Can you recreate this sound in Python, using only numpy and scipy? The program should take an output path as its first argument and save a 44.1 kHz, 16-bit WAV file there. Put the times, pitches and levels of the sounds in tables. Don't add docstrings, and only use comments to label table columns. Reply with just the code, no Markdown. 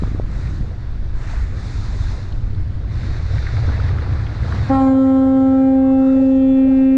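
import sys
import numpy as np
from scipy import signal
from scipy.fft import rfft, irfft, next_fast_len
from scipy.io import wavfile
from scipy.ndimage import uniform_filter1d, minimum_filter1d, map_coordinates

SR = 44100
rng = np.random.default_rng(int(sys.argv[2]) if len(sys.argv) > 2 else 0)


def wav_out(sig):
    wavfile.write(sys.argv[1], SR, np.round(np.clip(np.atleast_2d(sig).T, -1, 1) * 32767).astype(np.int16))


N = 307377

BLAST_S = 4.691
PITCH_HZ = 265.1
SHARP_HZ, SETTLE_S = 3.4, 0.125
HORN_DB = -1
FADING_DB = 1.1
SPEAK_S, SPEAK_S_PER_MULTIPLE = 0.0091, 0.0029
DISPERSION_RAD = 0.55
ECHO_BUILD_S = 0.014
GLINT_S = 0.065

# (time [s], half length [s], multiple of the pitch, level change [dB])
FLARE_MOMENTS = [(4.715, .025, 2, 5), (6.3, 0.062, 2, 1), (4.79, 0.054, 3, 7.5), (7.7, 0.021, 3, -5),
                 (5.01, 0.039, 3, -11.5), (4.755, .035, 4, 3.5), (4.87, 0.066, 4, 4),
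                 (4.97, 0.015, 4, -5.5), (5.25, .1, 4, 0.5), (4.76, 0.029, 5, 5.5), (4.93, .025, 5, -7),
                 (5.01, .06, 5, 3.5), (5.75, 0.088, 5, -12), (6.09, 0.12, 5, 10.5), (5.0, .045, 6, -8),
                 (4.6, 0.092, 6, 4), (6.42, .15, 6, -12.5), (6.75, .15, 6, 4), (8.7, .015, 6, 8),
                 (4.78, .03, 6, -11), (4.75, .035, 7, 7), (4.88, .025, 7, -9), (5.44, .07, 7, -11.5),
                 (5.88, .09, 7, -8), (4.735, .022, 8, 4), (4.705, .014, 5, -7), (4.8, 0.033, 9, 6.5),
                 (4.82, .025, 8, -7.5), (4.89, 0.023, 8, 8), (6.35, .13, 8, -12), (6.85, 0.17, 8, 5),
                 (5.3, .1, 9, -9.5), (5.66, .11, 9, 7), (5.95, .12, 9, -9), (6.48, 0.23, 12, 13.5),
                 (6.5, .09, 13, 10), (6.1, .08, 14, 9)]
# (multiple of the pitch, level at the blast's start before horn gain [dB], drift [dB/s])
ECHO_PARTIALS = [(1, -32.5, -2), (2, -31.5, -1), (3, -35, -2.5), (4, -39.5, -5.5), (5, -39, -4.5),
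                 (6, -47, -2.5), (7, -49.5, -1), (8, -53, -1.5)]
# (time [s], multiple of the pitch, level over the usual echo [dB])
GLINT_MOMENTS = [(4.92, 3, 9.5), (4.86, 6, 6.5), (5.56, 2, 7.5), (5.56, 3, 0), (5.56, 6, 11), (5.88, 4, 12),
                 (5.93, 3, 3.5), (6.03, 4, 12.5), (6.09, 5, 13), (6.11, 7, 8.5), (6.13, 6, 7), (6.19, 2, 7),
                 (6.19, 3, 6.5), (6.33, 3, 5.5), (5.19, 2, 6), (6.65, 2, 9), (6.72, 5, 7.5), (6.75, 3, 9.5)]


def horn():
    age = np.maximum(clock() - BLAST_S, 0)
    pitch_hz = PITCH_HZ + SHARP_HZ * np.exp(-(age / SETTLE_S) ** 2) + 0.13 * wobble(7.9)
    phase = 2 * np.pi * np.cumsum(pitch_hz) / SR
    return amp(HORN_DB) * (direct_horn(age, phase) + returned_horn(age, phase))


def direct_horn(age, phase):
    out = np.zeros(N)
    for k, level_db in partials(age):
        flare_db = sum(db * bump(s, half) for s, half, which, db in FLARE_MOMENTS if round(which) == k)
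        fading_db = FADING_DB * min((k - 1) / 2, 1) * wobble(14)
        size = np.sqrt(2) * amp(level_db + flare_db + fading_db)
        shake = min(0.013 * k, 0.3) * (1 + 2.5 * np.exp(-age / 0.25))
        shake = np.minimum(shake, 0.35)
        lag = DISPERSION_RAD * (k - 1) ** 2
        tone = size * (1 + shake * wobble(35)) * np.cos(k * phase + shake * wobble(25) - lag)
        rise_s = SPEAK_S + SPEAK_S_PER_MULTIPLE * min(k - 1, 10)
        out += tone * (1 - np.exp(-(age / rise_s) ** 2))
    return out


def returned_horn(age, phase):
    out = np.zeros(N)
    spread = 1 - np.exp(-age / ECHO_BUILD_S)
    for order, level_db, drift_db_per_s in ECHO_PARTIALS:
        k = round(order)
        glint_db = sum(db * bump(s, GLINT_S) for s, which, db in GLINT_MOMENTS if round(which) == k)
        out += amp(level_db + drift_db_per_s * age + glint_db) * spread * sea_echo(phase, k)
    return out


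SWELL_S = 0.16
SHEEN_DB, SHEEN_START_DB, SHEEN_S = -9, 10.5, 0.8

# (multiple of the pitch, level before swell and gain [dB], slide [dB], slide middle [s], half slide time [s])
HORN_PARTIALS = [(1, -0.5, 0, 6, .14), (2, -12.5, -6, 6.58, .14), (3, -21, -12, 6.07, 0.056),
                 (4, -26.5, -17.5, 5.49, .24), (5, -27, -15.5, 5.87, .2), (6, -37.5, -6.5, 6.1, .14),
                 (7, -45, 3.5, 6.55, .1), (8, -47.5, -0.5, 6.1, .14), (9, -51.5, 10, 6.4, .25),
                 (10, -57.5, 15.5, 5.82, .1), (11, -54, 4.5, 6.65, .1), (12, -49.5, -11.5, 5.58, .14),
                 (13, -52.5, 3.5, 7.1, .14)]
# (frequency [Hz], level change at the start [dB])
BRASSY_START = [(265, -9.5), (530, -9.5), (795, 1.5), (1060, 0.5), (1325, -1.5), (1590, 1), (2400, 6.5),
                (3500, -2.5), (7000, 3)]
# (frequency [Hz], level before the sheen offset [dB])
SHEEN_SPECTRUM = [(3700, -51.5), (4300, -56.5), (5200, -61.5), (6200, -69.5), (7100, -55.5), (8000, -66.5),
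                  (9300, -80.5)]


def partials(age):
    t = clock()
    early = np.exp(-(age / SWELL_S) ** 2)
    for k, (_, db, slide_db, slide_at, slide_s) in enumerate(HORN_PARTIALS, 1):
        slid = (1 + np.tanh((t - slide_at) / slide_s)) / 2
        yield k, db + along(BRASSY_START, k * PITCH_HZ) * early + slide_db * slid
    for k in range(len(HORN_PARTIALS) + 1, 33):
        dulling_db = SHEEN_START_DB * np.exp(-age / SHEEN_S)
        yield k, SHEEN_DB + along(SHEEN_SPECTRUM, k * PITCH_HZ) + dulling_db


def sea_echo(phase, order, spread_hz=90):
    sine = np.sin(order * phase)
    around = wobble(2 * spread_hz) * sine + wobble(2 * spread_hz) * np.cos(order * phase)
    ahead = 0.9 * wobble(22) * np.sin(order * phase * 1.036)
    chop = 0.22 * wobble(330) * sine * amp(4 * np.tanh(wobble(35)))
    coming_and_going_db = 4.5 * np.tanh(wobble(24)) + 1.5 * np.tanh(wobble(9))
    return unit((around + ahead + chop) * amp(coming_and_going_db))


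# (time [s], deep buffet level [dB], flutter level [dB])
WIND_GUSTS = [(0, -21.5, -24), (.5, -24.5, -24), (.9, -21.5, -28), (1.3, -21, -27), (1.55, -22.5, -25),
              (1.95, -24.5, -24), (2.35, -22, -26), (2.65, -24, -27.5), (3.03, -22.5, -22),
              (3.33, -25.5, -17.5), (3.75, -24, -17), (4.25, -27.5, -18), (4.6, -28.5, -17),
              (5.35, -31, -20), (6.1, -25, -23), (6.97, -24.5, -27.5)]
# (time [s], share of flutter power, clipped to 0-1 [fraction])
SHEDDING_SHARE = [(0, 0.08), (2.9, 0.07), (3.3, 1.02), (4.6, 0.55), (5, 0.08), (6.97, 0.7)]
# (frequency [Hz], relative level [dB per Hz])
BUFFET_SPECTRUM = [(8, -10), (22, -5), (45, -6), (62, -6.5), (90, -30.5), (200, -50.5), (600, -89)]
# (frequency [Hz], relative level [dB per Hz])
FLUTTER_SPECTRUM = [(35, -26), (65, -2.5), (90, 3.5), (122, -3.5), (155, -12), (210, -16), (320, -21.5),
                    (900, -73)]
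# (frequency [Hz], relative level [dB per Hz])
VORTEX_SPECTRUM = [(40, -22.5), (62, 3), (75, 2.5), (98, 2), (122, -1.5), (140, -8), (175, -28), (300, -42),
                   (900, -71.5)]


def wind():
    buffet_db, flutter_db = curves(WIND_GUSTS)
    share = np.clip(curves(SHEDDING_SHARE)[0], 0, 1)
    shed = unit(np.tanh(0.41 * noise(VORTEX_SPECTRUM, patchy_db=2.0)))
    shed = coloured(shed, [(200, 6), (400, -6.5), (1500, -50.0)])
    flutter = np.sqrt(1 - share) * noise(FLUTTER_SPECTRUM, patchy_db=0.5) + np.sqrt(share) * shed
    surge_db = wobble(5)
    eddies = amp(buffet_db + 0.4 + surge_db) * noise(BUFFET_SPECTRUM, patchy_db=0.3)
    eddies += amp(flutter_db - 0.38 + (1 - share) * surge_db) * flutter
    return eddies / (1 + (eddies / 0.37) ** 4) ** (1 / 4)


# (time [s], peak level [dB], width [s])
EDDY_POPS = [(0.0236, -11, 0.0011), (0.035, -8, 0.0019), (0.037, -16.5, 0.00037), (0.078, -20.5, 0.00088),
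             (0.118, -16, 0.0016), (0.149, -13, 0.0012), (0.199, -10, 0.00064), (.609, -13.5, 0.002),
             (4.746, -12, 0.0017), (5.59, -20, .002)]


def pops():
    out = np.zeros(N)
    for s, db, width in EDDY_POPS:
        u = (clock() - s) / width
        out -= amp(db) * (1 - u ** 2) * np.exp(-u ** 2 / 2) / (1 + 0.5 * u ** 2)
    return out


# (frequency [Hz], relative level [dB per Hz])
RUSH_SPECTRUM = [(120, -28.5), (230, -10), (330, 3.5), (480, 0), (720, -3.5), (1000, -16.5), (1600, -15.5),
                 (4000, -68)]
# (time [s], level against the untrimmed rush [dB])
CRACKLE_LEVEL = [(0, -15.5), (3.2, -19.5), (3.6, -6), (4.05, -5.5), (4.25, -12), (4.55, -4.5), (4.8, -14),
                 (6.97, -11.5)]


def rushing_air():
    rush_db = -27 + 0.52 * curves(WIND_GUSTS)[1]
    air = amp(rush_db - 6 + 0.69 * wobble(41)) * noise(RUSH_SPECTRUM, patchy_db=2.0)
    bursts = droplets(rush_db, centre_hz=777, cycles=0.71, spread_db=2.0)
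    return air + amp(curves(CRACKLE_LEVEL)[0]) * bursts


# (frequency [Hz], relative level [dB per Hz])
WASH_SPECTRUM = [(250, -20), (500, -6), (850, -1.5), (1250, 0), (1650, -1.5), (2100, -6.5), (2550, -11),
                 (3000, -16.5), (4500, -15.5), (9000, -65.5)]
# (frequency [Hz], relative level [dB per Hz])
CREST_SPECTRUM = [(800, -26), (1350, -5.5), (1700, -0.5), (2050, -2), (2500, -9), (3100, -22.5),
                  (5000, -50)]
# (frequency [Hz], relative level [dB per Hz])
SPRAY_SPECTRUM = [(1800, -20), (3050, -17.5), (3600, 1.5), (4100, 1), (5000, -4.5), (6000, -10.5),
                  (7500, -24), (10000, -49.5)]
# (frequency [Hz], relative level [dB per Hz])
FIZZ_SPECTRUM = [(3500, -26.5), (5200, 0), (6200, 1), (7200, -1), (8300, -9), (10000, -19), (12500, -57)]


def breaking_waves():
    wash_db, crest_db, spray_db, fizz_db = surf()
    surge_db = wobble(30)
    wash = amp(wash_db - 1.1 + 0.9 * surge_db) * noise(WASH_SPECTRUM, patchy_db=1.5)
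    crest = amp(crest_db + 1.2 * wobble(45)) * noise(CREST_SPECTRUM, patchy_db=1.5)
    spray = amp(spray_db - 1.5) * noise(SPRAY_SPECTRUM, patchy_db=0.8)
    fizz = amp(fizz_db + 2.0) * noise(FIZZ_SPECTRUM, patchy_db=0.8)
    hiss = amp(0.53 * surge_db) * (spray + fizz)
    return wash + crest + hiss + droplets(wash_db - 7.5)


WAVE_FALL_S = 0.16

# (start [s], time to break [s], length [s],
# wash level [dB], crest level [dB], spray level [dB], fizz level [dB])
HULL_WAVES = [(-.15, .19, .21, -43.5, -56, -54, -62), (.243, 0.17, 0.27, -47.5, -52, -54, -61),
              (1.12, 0.27, 0.21, -39.5, -43, -50.5, -55), (1.516, 0.18, .62, -45, -50.5, -47.5, -57),
              (2.87, 0.14, 0.32, -45, -47, -48.5, -62.5), (3.214, 0.16, 0.41, -45.5, -43, -45.5, -61.5),
              (3.586, .19, 0.3, -40, -46, -48.5, -66), (3.91, 0.16, 0.44, -41.5, -53.5, -51.5, -67),
              (4.34, .17, .41, -37.5, -52.5, -48.5, -62), (4.899, 0.17, 0.67, -53, -65, -54.5, -61.5),
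              (5.869, 0.2, .44, -55, -61, -52, -59.5), (6.548, .19, .23, -56.5, -60, -54, -69)]
# (wash level [dB], crest level [dB], spray level [dB], fizz level [dB])
CALM_LEVELS = (-50.5, -60.5, -59, -73.5)


def surf():
    t = clock()
    power = amp(CALM_LEVELS)[:, None] ** 2 * np.ones(N)
    for s, rise_s, length, *db in HULL_WAVES:
        rise = np.sin(np.pi / 2 * np.clip((t - s) / rise_s, 0, 1))
        fall = np.exp(-np.maximum(t - s - length, 0) / WAVE_FALL_S)
        power += np.outer(amp(db) ** 2, (rise * fall) ** 2)
    return 10 * np.log10(power)


def droplets(level_db, centre_hz=1500, cycles=3.0, spread_db=4.0):
    count = 2000
    when, pitch, size = rng.uniform(1e-4, 1 - 1e-4, (count, 3)).T
    hz = centre_hz * np.exp(0.55 * (2 * pitch - 1))[:, None]
    t = np.arange(SR // 100) / SR
    height = amp(-spread_db * np.maximum(np.log(size), -4))[:, None]
    grains = height * np.sin(2 * np.pi * hz * t) * np.exp(-t * hz / cycles)
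    grains = grains * rng.choice([-1, 1], (count, 1))
    at = (when * N).astype(int)[:, None] + np.arange(len(t))
    return amp(level_db) * unit(np.bincount(at.ravel(), grains.ravel(), N)[:N])


# (time [s], peak level [dB], centre pitch [Hz])
WASH_SLAPS = [(1.335, -29, 795), (2.323, -36.5, 3760), (2.547, -43, 3730), (3.3812, -27.5, 1750),
              (3.4673, -22, 1715), (3.4882, -29.5, 1610), (3.5675, -23.5, 1720), (3.581, -25.5, 700),
              (3.634, -27, 450), (3.681, -25, 560), (3.689, -24, 1300), (3.7784, -30, 1600),
              (3.79, -25, 450), (3.7993, -23.5, 1515), (3.8363, -30, 1440), (3.844, -30.5, 420),
              (3.8888, -25.5, 1760), (3.907, -28, 420), (3.9084, -30.5, 1486), (3.9843, -25, 1650),
              (4.025, -24, 556), (4.074, -25, 430), (4.1547, -30.5, 1457), (4.1978, -29.5, 1580),
              (4.265, -33, 2670), (4.4315, -30, 1625), (4.441, -28, 380), (4.5216, -19.5, 1390),
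              (4.544, -24, 450), (4.587, -35.5, 2550), (4.877, -31, 1740), (5.578, -36, 1860)]


def splashes(decay_s=0.00425, spread=0.28):
    out = np.zeros(N + SR)
    t = np.arange(SR // 25) / SR
    for s, db, hz in WASH_SLAPS:
        size, delay = rng.uniform(0, 1, size=(2, 8, 1))
        age = np.maximum(t - 0.0025 * delay ** 2, 0)
        bubble_hz = hz * np.exp(spread * (2 * size - 1))
        slap = np.sum(np.sin(2 * np.pi * bubble_hz * age) * np.exp(-age / decay_s), axis=0)
        out[round(s * SR):][:len(t)] += amp(db) * slap / np.abs(slap).max()
    return out[:N]


# (frequency [Hz], relative level [dB per Hz])
SEA_SPECTRUM = [(200, -5.5), (900, -9.5), (2000, -16.5), (3000, -8.5), (4200, -14.5), (7000, -26.5),
                (11000, -50.5)]


def open_sea(sea_db=-60):
    return amp(sea_db) * noise(SEA_SPECTRUM, patchy_db=3.5)


def amp(db):
    return 10 ** (np.asarray(db) / 20)


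def unit(x):
    return x / np.sqrt(np.mean(x ** 2) + 1e-20)


def along(points, hz):
    f, v = np.transpose(points)
    return np.interp(np.log(hz + 1), np.log(f + 1), v)


def clock():
    return np.arange(N) / SR


def curves(rows):
    s, *cols = np.transpose(rows)
    return [np.interp(clock(), s, c) for c in cols]


def wobble(rate):
    coarse = np.linspace(0, N / SR, N // 32)
    knots = rng.standard_normal(4096)
    return np.interp(clock(), coarse, map_coordinates(knots, [coarse * rate], mode="wrap"))


def bump(s, half_length):
    return np.exp(-((clock() - s) / half_length) ** 2)


def filtered(x, response):
    m = next_fast_len(N + SR // 2)
    return irfft(rfft(x, m) * response(np.fft.rfftfreq(m, 1 / SR)), m)[:N]


def coloured(x, spectrum):
    return unit(filtered(x, lambda hz: amp(along(spectrum, hz))))


def noise(spectrum, patchy_db):
    z = signal.stft(rng.standard_normal(N), nperseg=512)[2]
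    field = uniform_filter1d(rng.standard_normal(z.shape), size=6, axis=0)
    field = uniform_filter1d(field, size=10, axis=1)
    patchy = signal.istft(z * amp(patchy_db * unit(field)), nperseg=512)[1][:N]
    return coloured(patchy, spectrum)


def scene():
    at_microphone = wind() + pops() + rushing_air()
    along_hull = breaking_waves() + splashes()
    return (horn() + at_microphone + along_hull + open_sea())[None]


CEILING, HOLD_S, EASE_S = 0.48, 0.02, 0.018
TOP_HZ = 11500


def record(dry):
    needed = CEILING / np.maximum(np.abs(dry[0]), CEILING)
    hold = max(int(HOLD_S * SR), 1)
    held = minimum_filter1d(needed, hold, origin=(hold - 1) // 2)
    gain = uniform_filter1d(held, max(int(EASE_S * SR), 1))
    return filtered(dry[0] * gain, lambda hz: hz < TOP_HZ)[None]


dry = scene()
out = record(dry)
wav_out(out)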